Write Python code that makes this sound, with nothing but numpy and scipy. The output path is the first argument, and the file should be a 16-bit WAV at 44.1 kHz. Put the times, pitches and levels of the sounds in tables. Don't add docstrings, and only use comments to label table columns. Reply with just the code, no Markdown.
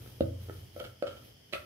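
import sys
import numpy as np
from scipy import signal
from scipy.fft import rfft, irfft
from scipy.io import wavfile

SR = 44100
rng = np.random.default_rng(int(sys.argv[2]) if len(sys.argv) > 2 else 0)


def wrap_up_sound(samples):
    columns = np.atleast_2d(samples).T
    tamed = np.clip(columns, -1, 1)
    steps = np.round(tamed * 32767).astype(np.int16)
    wavfile.write(sys.argv[1], SR, steps)


N = 72765
TIME = np.arange(N) / SR
FREQS = np.maximum(np.arange(N + 1) * SR / (2 * N), 1)

# start in seconds, level in dB, contact brightness in Hz.
BOARD_KNOCKS = [(0.2068, 0, 960), (0.252, -21, 890), (0.365, -34.5, 1540)]
# pitch in Hz, gain in dB, time to fall 60 dB in seconds.
BOARD_MODES = [(141.4, -37, 0.46), (207.6, -35.5, 0.33), (270.4, -44.5, 0.44), (278, -14.5, 0.02),
               (329, -39, 0.29), (349, -49, 0.31), (538, -28.5, 0.18), (530, -10.5, 0.029), (583, -30, 0.1),
               (614, -34, 0.12)]
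# centre in Hz, width in Hz, gain in dB.
BOARD_CRACK = [(1315, 205, 7.5), (2800, 180, 7), (3400, 470, 5), (4250, 370, 4.5), (11400, 2900, -12)]
BOARD_TOP_HZ = 587


def board():
    body = knock(BOARD_KNOCKS, BOARD_MODES, BOARD_TOP_HZ)
    return body + crack(BOARD_KNOCKS[:1], -34.5, BOARD_CRACK)


# start in seconds, level in dB, contact brightness in Hz.
TAPS = [(0.0608, -9, 1930), (0.4858, -3, 920), (0.4968, 2.5, 2100)]
# pitch in Hz, gain in dB, 60 dB decay in seconds.
TAP_MODES = [(324, -46, 0.12), (401, -42.5, 0.12), (463, -37, 0.026), (620, -51.5, 0.1), (836, -58, 0.12),
             (1316, -36.5, 0.023), (1746, -51, 0.08)]


def taps():
    return knock(TAPS, TAP_MODES, top_hz=2500)


# start in seconds, level in dB, contact brightness in Hz.
PIN_KNOCKS = [(0.7629, -14, 2610), (0.8060, -9.5, 1010), (1.0238, 0, 1520), (1.070, -28, 2600)]
# pitch in Hz, gain in dB, 60 dB decay in seconds.
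PIN_MODES = [(334.8, -36, 0.063), (403, -45.5, 0.17), (514.8, -33, 0.19), (558.6, -18.5, 0.033),
             (564, -39.5, 0.18), (660, -37, 0.11), (1216, -36, 0.44), (1320, -25.5, 0.36),
             (1372, -49, 0.24), (1296, -16.5, 0.046)]
# centre in Hz, width in Hz, gain in dB.
PIN_CRACK = [(1300, 270, 10), (2200, 220, 10.5), (3100, 320, 6.5), (4470, 1500, -4.5), (11000, 6800, -13.5)]


def pin():
    return knock(PIN_KNOCKS, PIN_MODES, top_hz=785) + crack(PIN_KNOCKS, -37, PIN_CRACK)


# centre in seconds, half length in seconds, level in dB.
CHATTERS = [(0.800, 0.0041, -35.5), (0.849, 0.011, -39.5), (1.073, 0.0065, -33.5), (1.11, 0.029, -46),
            (1.175, 0.011, -46.5)]
# centre in Hz, width in Hz, gain in dB.
CHATTER_BANDS = [(585, 170, 2.5), (1248, 36, 3.5), (1390, 131, 3), (1440, 250, -20), (2190, 130, -7.5),
                 (3090, 300, 2.5), (4600, 1500, -12)]


def chatter(ticks_per_s=2000):
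    ticks = (rng.random(N) < ticks_per_s / SR) * rng.standard_normal(N)
    return resonate(ticks / ticks.std() * swells(CHATTERS), CHATTER_BANDS)


# start in seconds, air level in dB, air decay to 1/e in seconds,
# pop pitch in Hz, pop gain in dB, pop 60 dB decay in seconds.
SLAPS = [(1.5255, -31.5, 0.0052, 2370, -40, .01), (1.531, -27.5, 0.0039, 4150, -28.5, 0.0079),
         (1.535, -25.5, 0.0024, 2500, -22.5, 0.017), (1.5524, -30.5, 0.0038, 1350, -35, 0.04)]
# centre in Hz, width in Hz, gain in dB.
SLAP_BANDS = [(328, 65, 4.5), (620, 130, 1.5), (1316, 37, 9.5), (1700, 320, -3.5), (2650, 740, 1.5),
              (3880, 1180, -3.5), (12300, 2200, -21)]
# start in seconds, level in dB, brightness in Hz.
PATS = [(1.5345, -26, 2520), (1.551, -28.5, 4000)]


def dough():
    puffs = sum(from_db(db) * burst(s, decay) for s, db, decay, *_ in SLAPS)
    air = puffs * rng.standard_normal(N)
    pops = sum(ring(signal.unit_impulse(N, int(s * SR)), [pop]) for s, _, _, *pop in SLAPS)
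    answer = knock(PATS, BOARD_MODES, BOARD_TOP_HZ)
    return resonate(air, SLAP_BANDS) + pops + answer


# pitch in Hz, gain in dB, 60 dB decay in seconds.
BOOM_MODES = [(60.6, -46, 0.79), (80, -21, 0.099), (89.3, -32, 1.45), (114.7, -34.5, 1.05)]


def boom(build_s=0.013):
    s, _, hz = BOARD_KNOCKS[0]
    build = 1 - np.exp(-((TIME - s) / build_s) ** 2)
    return ring(contact(s, hz), BOOM_MODES) * build


# centre in seconds, half length in seconds, level in dB.
HISS_SWELLS = [(.08, 0.12, -55.5), (.265, 0.09, -64), (.43, 0.035, -60), (.555, 0.13, -57),
               (.81, 0.074, -55.5), (.89, 0.051, -67), (1.15, 0.051, -61), (1.265, .055, -57),
               (1.63, 0.044, -64)]
# frequency in Hz, relative level in dB.
AIRY_SPECTRUM = [(500, 19), (1200, 0), (2400, 6), (4000, 6), (5200, 2.5), (6500, 1.5), (7800, -35),
                 (9000, 1.5), (11000, 6.5), (13000, 7), (15500, 2)]


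def airy_hiss(grain_db=2.0, grain_s=0.0018):
    grain = np.interp(TIME / grain_s, np.arange(N), rng.standard_normal(N))
    return from_db(grain_db * grain) * swells(HISS_SWELLS) * noise(AIRY_SPECTRUM)


# time in seconds, level in dB.
RUMBLE = [(0, -47), (.14, -52.5), (.19, -52.5), (.33, -53), (.48, -48.5), (.62, -50.5), (.74, -58.5),
          (.87, -48.5), (.97, -65.5), (1.12, -52), (1.32, -60), (1.48, -74), (1.58, -55), (1.65, -57.5)]
# frequency in Hz, relative level in dB.
RUMBLE_SPECTRUM = [(25, -24), (50, -11.5), (75, -5), (95, -4.5), (125, -2.5), (170, -23.5), (350, -22.5),
                   (600, -44), (1000, -34.5), (3000, -42.5)]


def rumble():
    return level(RUMBLE) * noise(RUMBLE_SPECTRUM)


# frequency in Hz, relative level in dB per Hz.
FLOOR_SPECTRUM = [(30, -19), (100, 11), (300, 3.5), (600, 2), (1000, -10.5), (2000, -5.5), (2700, -7),
                  (3150, 6), (3800, -13), (5100, -1), (7500, -18), (11000, -11.5), (15500, -15)]


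def room_hiss(floor_db=-60):
    return from_db(floor_db) * noise(FLOOR_SPECTRUM)


# delay in seconds, left gain, right gain.
ECHOES = [(.0037, 0.091, -0.052), (0.0119, 0.37, -0.23), (0.0173, .2, -.05)]
# frequency in Hz, level in dB.
ROOM_COLOUR = [(60, -30), (200, -5), (560, -1.5), (850, -6.5), (1300, 0.5), (3000, -8), (7000, -3),
               (15000, 1.5)]
# frequency in Hz, time to fall 60 dB in seconds.
ROOM_T60 = [(100, 0.7), (500, 0.37), (1400, 0.34), (4000, 0.24), (12000, 0.4)]
LEFT_LAG_S, TAIL_BUILD_S = 0.0001, 0.0051
SHADOW_HZ, SHADOW_DB = 840, -12


def kitchen(x, left_db, wet_db):
    bass = signal.lfilter(*signal.butter(1, SHADOW_HZ, fs=SR), x)
    shadowed = bass + from_db(SHADOW_DB) * (x - bass)
    direct = np.array([from_db(left_db) * delayed(shadowed, LEFT_LAG_S), x])
    early = sum(delayed(x, s) * np.array([[left], [right]]) for s, left, right in ECHOES)

    coloured = noise_spectrum() * from_db(at_hz(ROOM_COLOUR, FREQS))
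    build = 1 - np.exp(-(TIME / TAIL_BUILD_S) ** 2)
    tail = 0
    for hz in 62.5 * 2 ** np.arange(9):
        band = np.clip(1 - np.abs(np.log2(FREQS / hz)), 0, 1)
        fade = np.exp(-np.log(1000) * TIME / at_hz(ROOM_T60, hz)) * build
        tail = tail + irfft(coloured * band)[:, :N] * fade / np.linalg.norm(fade)
    wet = signal.fftconvolve(tail, x[None], axes=1)[:, :N]
    return direct + early + from_db(wet_db) * wet


def knock(rows, modes, top_hz):
    force = sum(from_db(db) * contact(s, hz) for s, db, hz in rows)
    return muffled(ring(force, modes), top_hz)


def crack(rows, level_db, bands, decay_s=0.0034):
    bursts = sum(from_db(db + level_db) * burst(s, decay_s) for s, db, _ in rows)
    return resonate(bursts * rng.standard_normal(N), bands)


def contact(s, hz):
    age = np.maximum(TIME - s, 0) * 2 * np.pi * hz
    pulse = age * np.exp(-np.minimum(age, 60))
    return pulse / (pulse.sum() + 1e-12)


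def ring(force, modes):
    out = 0
    for hz, db, t60 in modes:
        r = np.exp(-np.log(1000) / (t60 * SR))
        w = 2 * np.pi * hz / SR
        poles = [1, -2 * r * np.cos(w), r * r]
        out = out + from_db(db) * signal.lfilter([.5, 0, -.5], poles, force + 1e-18)
    return out


def resonate(x, bands):
    out = 0
    for k, (hz, width_hz, db) in enumerate(bands):
        r = np.exp(-np.pi * width_hz / SR)
        poles = [1, -2 * r * np.cos(2 * np.pi * hz / SR), r * r]
        band = signal.lfilter([1 - r * r, 0, r * r - 1], poles, x + 1e-18)
        out = out + (-1) ** k * from_db(db) * band
    return out


def muffled(x, hz):
    return signal.sosfilt(signal.butter(4, hz, fs=SR, output="sos"), x)


def burst(s, decay):
    return (TIME > s) * np.exp(-np.abs(TIME - s) / decay)


def swells(rows):
    return sum(from_db(db) * np.exp(-((TIME - s) / half) ** 2) for s, half, db in rows)


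def level(rows):
    return from_db(np.interp(TIME, *np.transpose(rows)))


def delayed(x, s):
    return np.interp(TIME - s, TIME, x, left=0)


# frequency in Hz, correlation from 0 to 1.
LIKENESS = [(100, .985), (250, .85), (500, .1), (1000, 0), (2000, 0), (12000, 0)]


def noise_spectrum():
    alike = np.clip(at_hz(LIKENESS, FREQS), -1, 1)
    mid, side = rfft(rng.standard_normal((2, 2 * N)))
    return (np.sqrt(1 + alike) * mid + np.sqrt(1 - alike) * side * [[1], [-1]]) / np.sqrt(2)


def noise(spectrum):
    x = irfft(noise_spectrum() * from_db(at_hz(spectrum, FREQS)))[:, :N]
    return x / x.std()


def at_hz(points, hz):
    f, v = np.transpose(points)
    return np.interp(np.log(hz), np.log(f), v)


def from_db(db):
    return 10 ** (np.asarray(db) / 20)


def scene():
    wood = kitchen(board() + taps(), left_db=0.5, wet_db=-3.5)
    wood = wood + kitchen(pin(), left_db=-1.5, wet_db=-2)
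    wood = wood + kitchen(chatter(), left_db=2, wet_db=-2)
    slap = kitchen(dough(), left_db=0, wet_db=-0.5)
    return wood + slap + boom() + airy_hiss() + rumble() + room_hiss()


def record(dry, bass_cut_hz=50, top_cut_hz=15600):
    x = signal.sosfilt(signal.butter(3, bass_cut_hz, "high", fs=SR, output="sos"), dry)
    return signal.sosfilt(signal.ellip(12, .1, 80, top_cut_hz, fs=SR, output="sos"), x)


dry = scene()
out = record(dry)
wrap_up_sound(out)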